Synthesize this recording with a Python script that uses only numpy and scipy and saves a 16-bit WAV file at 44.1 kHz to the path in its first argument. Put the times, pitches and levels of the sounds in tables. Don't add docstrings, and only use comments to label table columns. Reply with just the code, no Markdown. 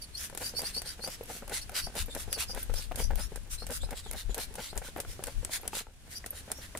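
import sys
import numpy as np
from scipy import signal
from scipy.fft import rfft, irfft, next_fast_len
from scipy.io import wavfile
from scipy.ndimage import map_coordinates

SR = 44100
rng = np.random.default_rng(int(sys.argv[2]) if len(sys.argv) > 2 else 0)


def to_wav(s):
    ch = np.atleast_2d(s).T
    pcm = np.round(np.clip(ch, -1, 1) * 32767)
    wavfile.write(sys.argv[1], SR, pcm.astype(np.int16))


N = 299439

# [jet centre t/s, jet length/s, relative hiss level/dB, relative body level/dB,
# centre of the jet's colour peak f/Hz, churn lead before the jet/s, relative churn level/dB]
STROKE_ROWS = [(0.231, 0.069, -44.5, -8.5, 6000, .04, -67), (0.449, 0.077, -44.5, -14, 1500, 0.026, -40.5),
               (.672, 0.08, -51.5, -0.5, 8750, 0.037, -42.5), (0.897, 0.076, -52, -2.5, 1500, 0.039, -49.5),
               (1.128, 0.053, -49.5, -6.5, 5130, 0.048, -42), (1.341, 0.092, -49, -7.5, 1350, 0.037, -44),
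               (1.561, 0.057, -42, -3, 7500, 0.04, -39.5), (1.78, 0.05, -38.5, -2, 2800, 0.049, -47.5),
               (1.997, 0.053, -41, -3.5, 3730, 0.03, -40.5), (2.206, 0.051, -46, -8.5, 1360, 0.041, -40),
               (2.414, 0.046, -38, -2, 2660, .037, -43), (2.602, 0.065, -50.5, -7, 1400, 0.028, -41.5),
               (2.801, 0.091, -50, -5.5, 4650, 0.022, -50), (3.004, 0.044, -43, -10.5, 1400, .007, -38),
               (3.215, 0.074, -50, -6.5, 1380, 0.021, -41), (3.534, 0.043, -44.5, -13.5, 5540, .06, -56),
               (3.749, 0.054, -41.5, -24, 6400, 0.037, -39), (3.983, .045, -52.5, 0, 7850, 0.056, -42.5),
               (4.194, 0.052, -48, -5, 3750, 0.045, -42.5), (4.418, 0.055, -44.5, -5.5, 3980, 0.033, -36.5),
               (4.641, 0.081, -50, -2, 2970, 0.045, -41), (4.867, 0.048, -51, -5, 1500, 0.099, -44.5),
               (5.111, 0.056, -53.5, -9.5, 5270, 0.12, -40.5),
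               (5.285, 0.089, -57, -5.5, 4700, 0.0036, -42.5), (5.547, .051, -39, -6, 6760, 0.047, -59),
               (5.775, 0.064, -43, -2.5, 7160, 0.12, -46.5), (6.131, 0.043, -51.5, -8, 1900, 0.053, -59),
               (6.378, 0.053, -52, -6, 1850, 0.041, -54), (6.638, 0.046, -54.5, -4, 1840, 0.14, -57.5)]
# [t/s, relative level/dB, nominal pitch f/Hz, hardness of the upper modes/(dB per octave)]
KNOCK_ROWS = [(.326, -37, 530, 3.5), (0.537, -35, 460, 2), (0.765, -35.5, 460, -6), (.991, -35, 450, -6),
              (1.039, -36.5, 520, 9), (1.209, -33.5, 440, -4), (1.299, -32, 514, 4), (1.422, -32, 458, 4.5),
              (1.693, -36.5, 807, 5), (1.87, -32, 440, 6), (2.082, -33, 455, -13), (2.277, -32, 420, -2.5),
              (2.495, -35, 445, 2), (2.696, -31.5, 466, 4.5), (2.912, -28, 714, 0.5), (3.0, -29, 497, 5.5),
              (3.106, -24, 453, 3), (3.319, -29.5, 450, -10), (3.621, -33, 417, 6), (3.833, -34, 495, 7),
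              (3.888, -37.5, 805, 0), (4.061, -34, 412, 5.5), (4.294, -31.5, 418, -3),
              (4.507, -38, 436, -7), (4.729, -33.5, 454, 3.5), (4.817, -33, 480, 6), (4.961, -28.5, 680, 0),
              (5.048, -37.5, 818, 1), (5.192, -32, 377, 4), (5.428, -36.5, 546, 1.5),
              (5.492, -34, 636, -10), (5.632, -36.5, 793, 3.5), (5.731, -29.5, 790, 3.5),
              (5.867, -41, 803, 1), (6.241, -41, 627, 15), (6.328, -42.5, 620, 3), (6.478, -37.5, 553, -15),
              (6.502, -33.5, 587, -24), (6.585, -40.5, 580, -7), (6.75, -30, 648, 9.5)]
# [nominal f/Hz, relative level/dB, t60/s]
WALL_MODES = [(250, -10.5, 0.03), (526, 2, 0.02), (807, -1.5, 0.018), (1500, -3.5, 0.015)]
# [f/Hz, relative level/dB]
HISS_SPECTRUM = [(300, -50), (1500, -5), (3000, -5), (4500, -5.5), (7000, -2.5), (9500, 1.5), (12000, -3.5),
                 (15000, -8.5), (16500, -25)]
# [f/Hz, relative level/dB]
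PUMP_SPECTRUM = [(120, -53), (240, -0.5), (330, -12), (480, 0), (780, -3), (1100, -12.5), (1500, -9),
                 (2500, -14.5), (6000, -30.5), (15000, -26.5)]


def amp(db):
    return 10 ** (np.asarray(db) / 20)


def unit(x):
    return x / np.sqrt(np.mean(x ** 2) + 1e-20)


def along(points, hz):
    f, v = np.transpose(points)
    return np.interp(np.log(hz + 1), np.log(f + 1), v)


def at(rows, when_s):
    s, *cols = np.transpose(rows)
    return [np.interp(when_s, s, c) for c in cols]


def wobble(rate_hz):
    knots = rng.standard_normal(int(N * rate_hz / SR) + 4)
    return map_coordinates(knots, [np.arange(N) * rate_hz / SR])


def filtered(x, response):
    m = next_fast_len(N + SR // 2)
    return irfft(rfft(x, m) * response(np.fft.rfftfreq(m, 1 / SR)), m)[..., :N]


def stereo(mid, side, side_db):
    return np.array([mid + amp(side_db) * side, mid - amp(side_db) * side])


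def panned(db):
    halves = [[db / 2], [-db / 2]] if np.ndim(db) == 0 else [db / 2, -db / 2]
    gain = amp(halves)
    return gain / np.sqrt(np.mean(gain ** 2, axis=0))


def rush(spectrum, side_db, grain_db=0, grain_hz=500):
    white = rng.standard_normal((2, N)) * amp(grain_db * wobble(grain_hz))
    coloured = unit(filtered(white, lambda hz: amp(along(spectrum, hz))))
    return stereo(*coloured, side_db)


def swell(t, length_s, steep):
    return np.exp(-np.abs(2 * t / length_s) ** steep / 2)


def add(track, s, sound):
    i = round(s * SR)
    a, b = max(i, 0), min(i + sound.shape[-1], N)
    if a < b:
        track[..., a:b] += sound[..., a - i:b - i]


def speckle(hz, depth_db, spacing_hz):
    knots = rng.standard_normal((3, 200))
    shared, left, right = [map_coordinates(k, [hz / spacing_hz], mode="mirror") for k in knots]
    gain = amp(depth_db * (.8 * shared + .6 * np.array([left, right])))
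    return gain / np.sqrt(np.mean(gain ** 2))


def droplets(density_hz):
    hits = (rng.random(N) < density_hz / SR) * amp(7.6 * rng.standard_normal(N))
    pair = hits * rng.standard_normal((2, N))
    return unit(filtered(pair, lambda hz: amp(along(HISS_SPECTRUM, hz))))


def outdoors():
    # [t/s, relative level/dB]
    breeze = [(0, -52.5), (1.3, -51.5), (2.3, -44.5), (3.1, -39), (4.2, -43), (4.7, -49.5), (5.4, -46.5),
              (6, -54.5), (6.79, -55)]
    # [centre t/s, length/s, relative level/dB]
    puffs = [(1.852, 0.031, -35.5), (2.01, 0.045, -33), (2.274, 0.064, -37), (2.732, 0.077, -31),
             (3.107, .17, -27), (3.535, 0.032, -40), (3.842, 0.044, -31.5), (4.29, 0.048, -32),
             (4.78, .035, -38), (5.089, 0.036, -40.5), (5.388, 0.052, -33)]
    # [t/s, relative level/dB]
    garden = [(0, -45.5), (2.6, -46), (3.4, -48), (4, -46), (5.7, -46.5), (5.87, -54.5), (6.12, -47),
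              (6.79, -45)]
    # [f/Hz, relative level/dB]
    buffet_spectrum = [(12, -25), (25, 4), (42, 1), (70, -8), (120, -18.5), (200, -31.5), (400, -47),
                       (1500, -75)]
    # [f/Hz, relative level/dB]
    air_spectrum = [(30, -2), (70, 3.5), (130, -7.5), (250, -11.5), (330, -15.5), (500, -18.5),
                    (1250, -24.5), (1580, -21), (2000, -23.5), (2700, -23), (3400, -24.5), (5000, -26.5),
                    (10000, -26), (15500, -39)]
    t = np.arange(N) / SR
    flow = amp(at(breeze, t)[0])
    for s, length_s, db in puffs:
        flow = flow + amp(db) * swell(t - s, length_s, steep=2.07)
    buffet_db = 20 * np.log10(flow)
    garden_db, = at(garden, t)
    pan_db = 8.5 + 0.4 * (buffet_db + 44.5)
    gusts = rush(buffet_spectrum, side_db=-2, grain_db=2, grain_hz=25)
    wind = amp(buffet_db - 3.5) * gusts * panned(pan_db)
    left, right = rush(air_spectrum, side_db=0, grain_db=.8, grain_hz=200)
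    apart_db = [(60, -35), (400, -5.5), (3000, 1.5), (9000, 1.0)]
    apart = filtered((left - right) / 2, lambda hz: amp(along(apart_db, hz)))
    background = stereo((left + right) / 2, apart, side_db=-0.5)
    return wind + amp(garden_db - 5.0 + wobble(8)) * background


def sips():
    # [centre t/s, length/s, relative level/dB, start f/Hz, end f/Hz]
    sip_rows = [(.033, .026, -52, 4780, 4420), (.18, 0.047, -51.5, 4190, 5620),
                (0.468, 0.058, -48.5, 4580, 5000), (0.584, .038, -46, 4340, 4880),
                (.672, .039, -46, 4310, 5340), (0.768, 0.043, -45, 4200, 4700),
                (0.886, 0.044, -47.5, 4220, 4770), (1.047, 0.043, -47, 4250, 5000),
                (1.626, 0.024, -53, 4440, 4510), (1.844, 0.045, -50, 4480, 4660),
                (2.121, .033, -54.5, 3700, 3550), (2.341, 0.041, -49, 5090, 4400),
                (2.508, 0.038, -51.5, 4990, 4870), (2.778, .04, -50, 4930, 5400),
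                (3.034, 0.048, -48.5, 4880, 4910), (3.23, .055, -55.5, 4850, 5600),
                (3.609, 0.046, -55, 4040, 4390), (3.835, 0.039, -56, 3400, 4210),
                (4.07, .056, -60.5, 3870, 3170), (4.315, 0.03, -59.5, 3400, 3370),
                (4.702, 0.032, -55.5, 3540, 4300), (6.169, .027, -50.5, 4750, 4990),
                (6.58, 0.054, -61.5, 5580, 5730)]
    # [multiple of the gliding f, relative level/dB, width/Hz, delay/sip length]
    nozzle = [(.63, -12.5, 250, 0.013), (0.999, 5.5, 116, 0.0041), (1.19, 0.5, 390, 0.083),
              (2.06, 0, 230, -0.032), (2.251, -5, 480, 0.19), (2.751, -8, 600, -0.1)]
    out, draught = np.zeros((2, N)), np.zeros(N)
    t = np.arange(-SR // 10, SR // 10) / SR
    offset_hz = np.fft.fftfreq(len(t), 1 / SR)
    grid_hz = np.fft.rfftfreq(len(t), 1 / SR)
    for s, length_s, db, start_hz, end_hz in sip_rows:
        add(draught, s + t[0], amp(db - 4) * swell(t, length_s, steep=4.4))
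        hz = np.interp(t, [-.65 * length_s, .65 * length_s], [start_hz, end_hz])
        phase = 2 * np.pi * np.cumsum(hz) / SR
        pair = np.zeros((2, len(t)))
        for multiple, level_db, width_hz, delay in nozzle:
            white = rng.standard_normal((2, len(t))) + 1j * rng.standard_normal((2, len(t)))
            eddies = np.fft.ifft(white / (1 + (offset_hz / width_hz) ** 2))
            flow = swell(t - delay * length_s, length_s, steep=2.6)
            band = unit((eddies * np.exp(1j * multiple * phase)).real)
            pair += amp(level_db) * flow * band
        colour = speckle(grid_hz, depth_db=3, spacing_hz=330)
        whistle = irfft(rfft(stereo(*pair, side_db=0.0)) * colour, len(t))
        add(out, s + t[0], amp(db) * whistle)
    out += draught * rush(HISS_SPECTRUM, side_db=2)
    return out * amp(2.2 * wobble(160) - .5)


def churn(tap_hz=330):
    rush_s = 0.021
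    force = np.zeros(N)
    t = np.arange(-SR // 10, SR // 10) / SR
    for s, *_, lead_s, db in STROKE_ROWS:
        add(force, s - lead_s + t[0], amp(db) * swell(t, rush_s, steep=1.75))
    turns = np.floor(np.cumsum(tap_hz * amp(4 * wobble(200))) / SR)
    taps = np.diff(turns, prepend=0) * amp(4.3 * rng.standard_normal(N)) * rng.choice([-1, 1], N)
    u = t[t >= 0]
    wall = sum(amp(db - 60 * u / t60_s) * np.sin(2 * np.pi * hz * u) for hz, db, t60_s in WALL_MODES)
    chatter = unit(signal.fftconvolve(taps, wall)[:N])
    rough = rush(PUMP_SPECTRUM, side_db=-8, grain_db=4, grain_hz=350)
    return amp(-2.0) * force * (chatter + rough) * panned(2.5)


def ticks(count=2, ring_hz=10400):
    spread_s, scatter_db = .02, 3
    out = np.zeros((2, N))
    t = np.arange(SR // 32) / SR
    for s, *_, lead_s, db in STROKE_ROWS:
        for offset, size, detune in rng.standard_normal((count, 3)):
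            phase = rng.standard_normal((2, 1))
            ring = np.sin(2 * np.pi * ring_hz * np.exp(.08 * detune) * t + phase)
            ring = ring * amp(-60 * t / 0.0068)
            crack = amp(-6.5 - 60 * t / 0.017) * rng.standard_normal((2, len(t)))
            level = amp(db + 3 + scatter_db * size)
            add(out, s - lead_s + spread_s * offset, level * (ring + crack))
    return out


def mist():
    # [f/Hz, relative level/dB]
    body_spectrum = [(150, -52), (450, -10.5), (1100, -3), (1550, 0), (2100, 1), (2700, 0), (4200, 3.5),
                     (6500, -3.5), (12000, -20)]
    out, fall = np.zeros((2, N)), np.zeros(N)
    t = np.arange(-SR // 5, SR // 5) / SR
    hz = np.fft.rfftfreq(len(t), 1 / SR)
    hiss, body = unit(amp(along(HISS_SPECTRUM, hz))), unit(amp(along(body_spectrum, hz)))
    for s, length_s, db, body_db, peak_hz, *_ in STROKE_ROWS:
        peak_db = 4.5 - 0.3 * (db + 48)
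        grain = map_coordinates(rng.standard_normal(1000), [(t - t[0]) * 800], mode="mirror")
        white = rfft(rng.standard_normal((2, 2, len(t))) * amp(1.97 * grain))
        jet = stereo(*white[0], side_db=0.9) * hiss
        jet = jet + amp(body_db + 3.0) * stereo(*white[1], side_db=-7.0) * body
        colour_peak = amp(peak_db * np.exp(-(np.log((hz + 1) / peak_hz) / 0.14) ** 2))
        ripple = speckle(hz, depth_db=2.4, spacing_hz=300)
        jet = irfft(jet * colour_peak * ripple, len(t))
        add(out, s + t[0], amp(db + 1.25) * swell(t, length_s, steep=2.94) * jet)
        onset = np.clip(t / 0.033 + 1, 0, 1)
        add(fall, s + t[0], amp(db - 60 * np.abs(t) / 0.34) * onset)
    return out + amp(-23) * fall * droplets(density_hz=480)


def spits(density_hz=260, level_db=-9):
    flow = np.zeros(N)
    t = np.arange(-SR // 5, SR // 5) / SR
    for s, length_s, db, *_ in STROKE_ROWS:
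        add(flow, s + t[0], amp(db) * swell(t, length_s, steep=3.4))
    return amp(level_db) * flow * droplets(density_hz)


def clicks():
    # [t/s, relative level/dB, ring f/Hz, rattle level relative to the crack/dB]
    click_rows = [(0.2979, -39, 9400, -20), (0.349, -33.5, 11000, -22), (.374, -31, 8600, -2),
                  (0.592, -28.5, 10800, -16), (.6045, -33, 10200, -16), (0.6174, -32.5, 10000, -7),
                  (0.818, -32, 10600, -9), (1.075, -32, 10300, -6), (1.478, -38, 10800, -12),
                  (1.495, -36.5, 10200, -7), (1.694, -34.5, 9950, -20), (1.953, -35.5, 10100, -12),
                  (2.149, -31.5, 11300, -3), (2.3277, -21, 10200, -9), (2.5474, -31.5, 9540, -19),
                  (2.7385, -36, 11300, 0.5), (2.9572, -30.5, 9670, -4), (3.156, -31, 12100, -20),
                  (3.3581, -35, 9200, -3), (3.666, -37, 7900, -2), (3.7052, -32.5, 9700, -16),
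                  (3.907, -35, 9500, -5), (4.1117, -26.5, 9600, -35), (4.132, -34.5, 10700, -11),
                  (4.3441, -29, 8370, -4), (4.3795, -30, 12600, -21), (4.554, -35, 8950, -3),
                  (4.776, -29, 7200, -5), (5.001, -31, 9750, 0.5), (5.238, -26.5, 9400, -13),
                  (5.269, -33.5, 8320, -8), (5.448, -23.5, 7830, -23), (5.6769, -23.5, 9400, -17),
                  (6.2611, -34, 9700, -2), (6.5162, -20, 8730, -19), (6.773, -34.5, 8040, -1)]
    # [t/s, left-right difference/dB]
    trigger_pan = [(.3, 14), (.4, 2), (2.3, 2), (2.8, -1.5), (3.8, -2.5), (4.6, 1)]
    out, crack, thud = np.zeros((2, N)), np.zeros((2, N)), np.zeros(N)
    t = np.arange(SR // 16) / SR
    contact = 1 - np.exp(-t / .00022)
    for s, db, hz, rattle_db in click_rows:
        pan_db, = at(trigger_pan, s)
        thud_db = -41.5 + 0.2 * (db + 33)
        phase = rng.uniform(0, 2 * np.pi, (2, 1, 1)) + rng.standard_normal((2, 2, 1))
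        modes = np.sin(2 * np.pi * hz * t + phase[0])
        modes = modes + .5 * np.sin(2 * np.pi * 1.2 * hz * t + phase[1])
        ring = amp(db + 3.5 - 60 * t / 0.0074) * contact * modes
        add(out, s + .0005, ring * panned(pan_db))
        decay = amp(-60 * t / 0.018) + amp(rattle_db - 60 * t / 0.077)
        add(crack, s + 0.00039, amp(db - 6.5) * contact * decay * panned(pan_db))
        add(thud, s + 0.00076, amp(thud_db - 60 * t / 0.035))
    snap = rush(HISS_SPECTRUM, side_db=-1, grain_db=1.5, grain_hz=1200)
    return out + crack * snap + thud * rush(PUMP_SPECTRUM, side_db=-5.5)


def knocks():
    # [nominal multiple of the pitch, relative level/dB, t60/s]
    bottle = [(1, 1.5, 0.028), (1.6, -1.5, 0.014), (.5, -2, 0.02), (2.9, -6.5, 0.0081)]
    out, shudder = np.zeros((2, N)), np.zeros(N)
    t = np.arange(SR // 10) / SR
    for s, db, hz, hard_db in KNOCK_ROWS:
        ring = 0
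        for multiple, level_db, t60_s in bottle:
            mode_hz = hz * multiple * np.exp(.06 * rng.standard_normal())
            phase = .22 * rng.standard_normal((2, 1))
            mode_db = level_db + hard_db * np.log2(max(multiple, 1)) + rng.normal(0, 2)
            ring = ring + amp(mode_db - 60 * t / t60_s) * np.sin(2 * np.pi * mode_hz * t + phase)
        scuff = amp(hard_db - 34 - 60 * t / 0.0068) * rng.standard_normal((2, len(t)))
        contact = 1 - np.exp(-t / 0.00051)
        add(out, s + 0.00092, amp(db - 2.5) * (ring + scuff) * contact)
        add(shudder, s + 0.00098, amp(db - 12.5 - 60 * t / 0.079))
    rough = rush(PUMP_SPECTRUM, side_db=-3.5, grain_db=6.5, grain_hz=250)
    return (out + shudder * rough) * panned(1.8)


def rattles(count=4, spread_s=.04, level_db=-16):
    out = np.zeros((2, N))
    t = np.arange(SR // 10) / SR
    for s, db, *_ in KNOCK_ROWS:
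        for offset, size in rng.standard_normal((count, 2)):
            detune = np.exp(.08 * rng.standard_normal())
            ring = 0
            for hz, mode_db, t60_s in WALL_MODES:
                decay = amp(mode_db + rng.normal(0, 3.9) - 60 * t / t60_s)
                ring = ring + decay * np.sin(2 * np.pi * hz * detune * t)
            tick = amp(-6 - 60 * t / .008) * rng.standard_normal((2, len(t)))
            level = amp(db + level_db + 2 * size)
            add(out, s + 0.00408 + spread_s * abs(offset), level * (ring + tick))
    return filtered(out, lambda hz: 1 / (1 + (hz / 4500) ** 2))


def spring(ring_hz=11400, beat_hz=450):
    # [t/s, level/dB]
    ping_rows = [(1.2353, -38), (2.0597, -33), (2.6296, -23.5), (5.6141, -38), (6.3057, -24)]
    out = np.zeros((2, N))
    t = np.arange(SR // 16) / SR
    for s, db in ping_rows:
        phase = rng.uniform(0, 2 * np.pi) + 1.5 * rng.standard_normal((2, 2, 1))
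        ring = np.sin(2 * np.pi * ring_hz * t + phase[0])
        ring = ring + .4 * np.sin(2 * np.pi * (ring_hz + beat_hz) * t + phase[1])
        add(out, s, amp(db - 60 * t / 0.024) * ring * (1 - np.exp(-t / 0.00019)))
    return out


def yard(x):
    # [f/Hz, t60/s]
    echo_decay = [(200, 0.073), (2000, 0.31), (12000, 0.14)]
    hz, t, z = signal.stft(rng.standard_normal((2, SR // 3)), SR, nperseg=256)
    decay = amp(-60 * t / along(echo_decay, hz)[:, None])
    tail = signal.istft(z * decay, SR, nperseg=256)[1]
    tail = np.pad(tail / np.linalg.norm(tail[0]), ((0, 0), (SR // 200, 0)))
    return signal.fftconvolve(x, tail, axes=1)[:, :N]


def scene():
    air = outdoors()
    sprayer = sips() + churn() + ticks() + mist() + spits() + clicks() + knocks() + rattles() + spring()
    return sprayer + amp(-17.0) * yard(sprayer) + air


def record(dry):
    top_hz = 15650
    return filtered(dry, lambda hz: 1 / (1 + (hz / top_hz) ** 120))


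dry = scene()
out = record(dry)
to_wav(out)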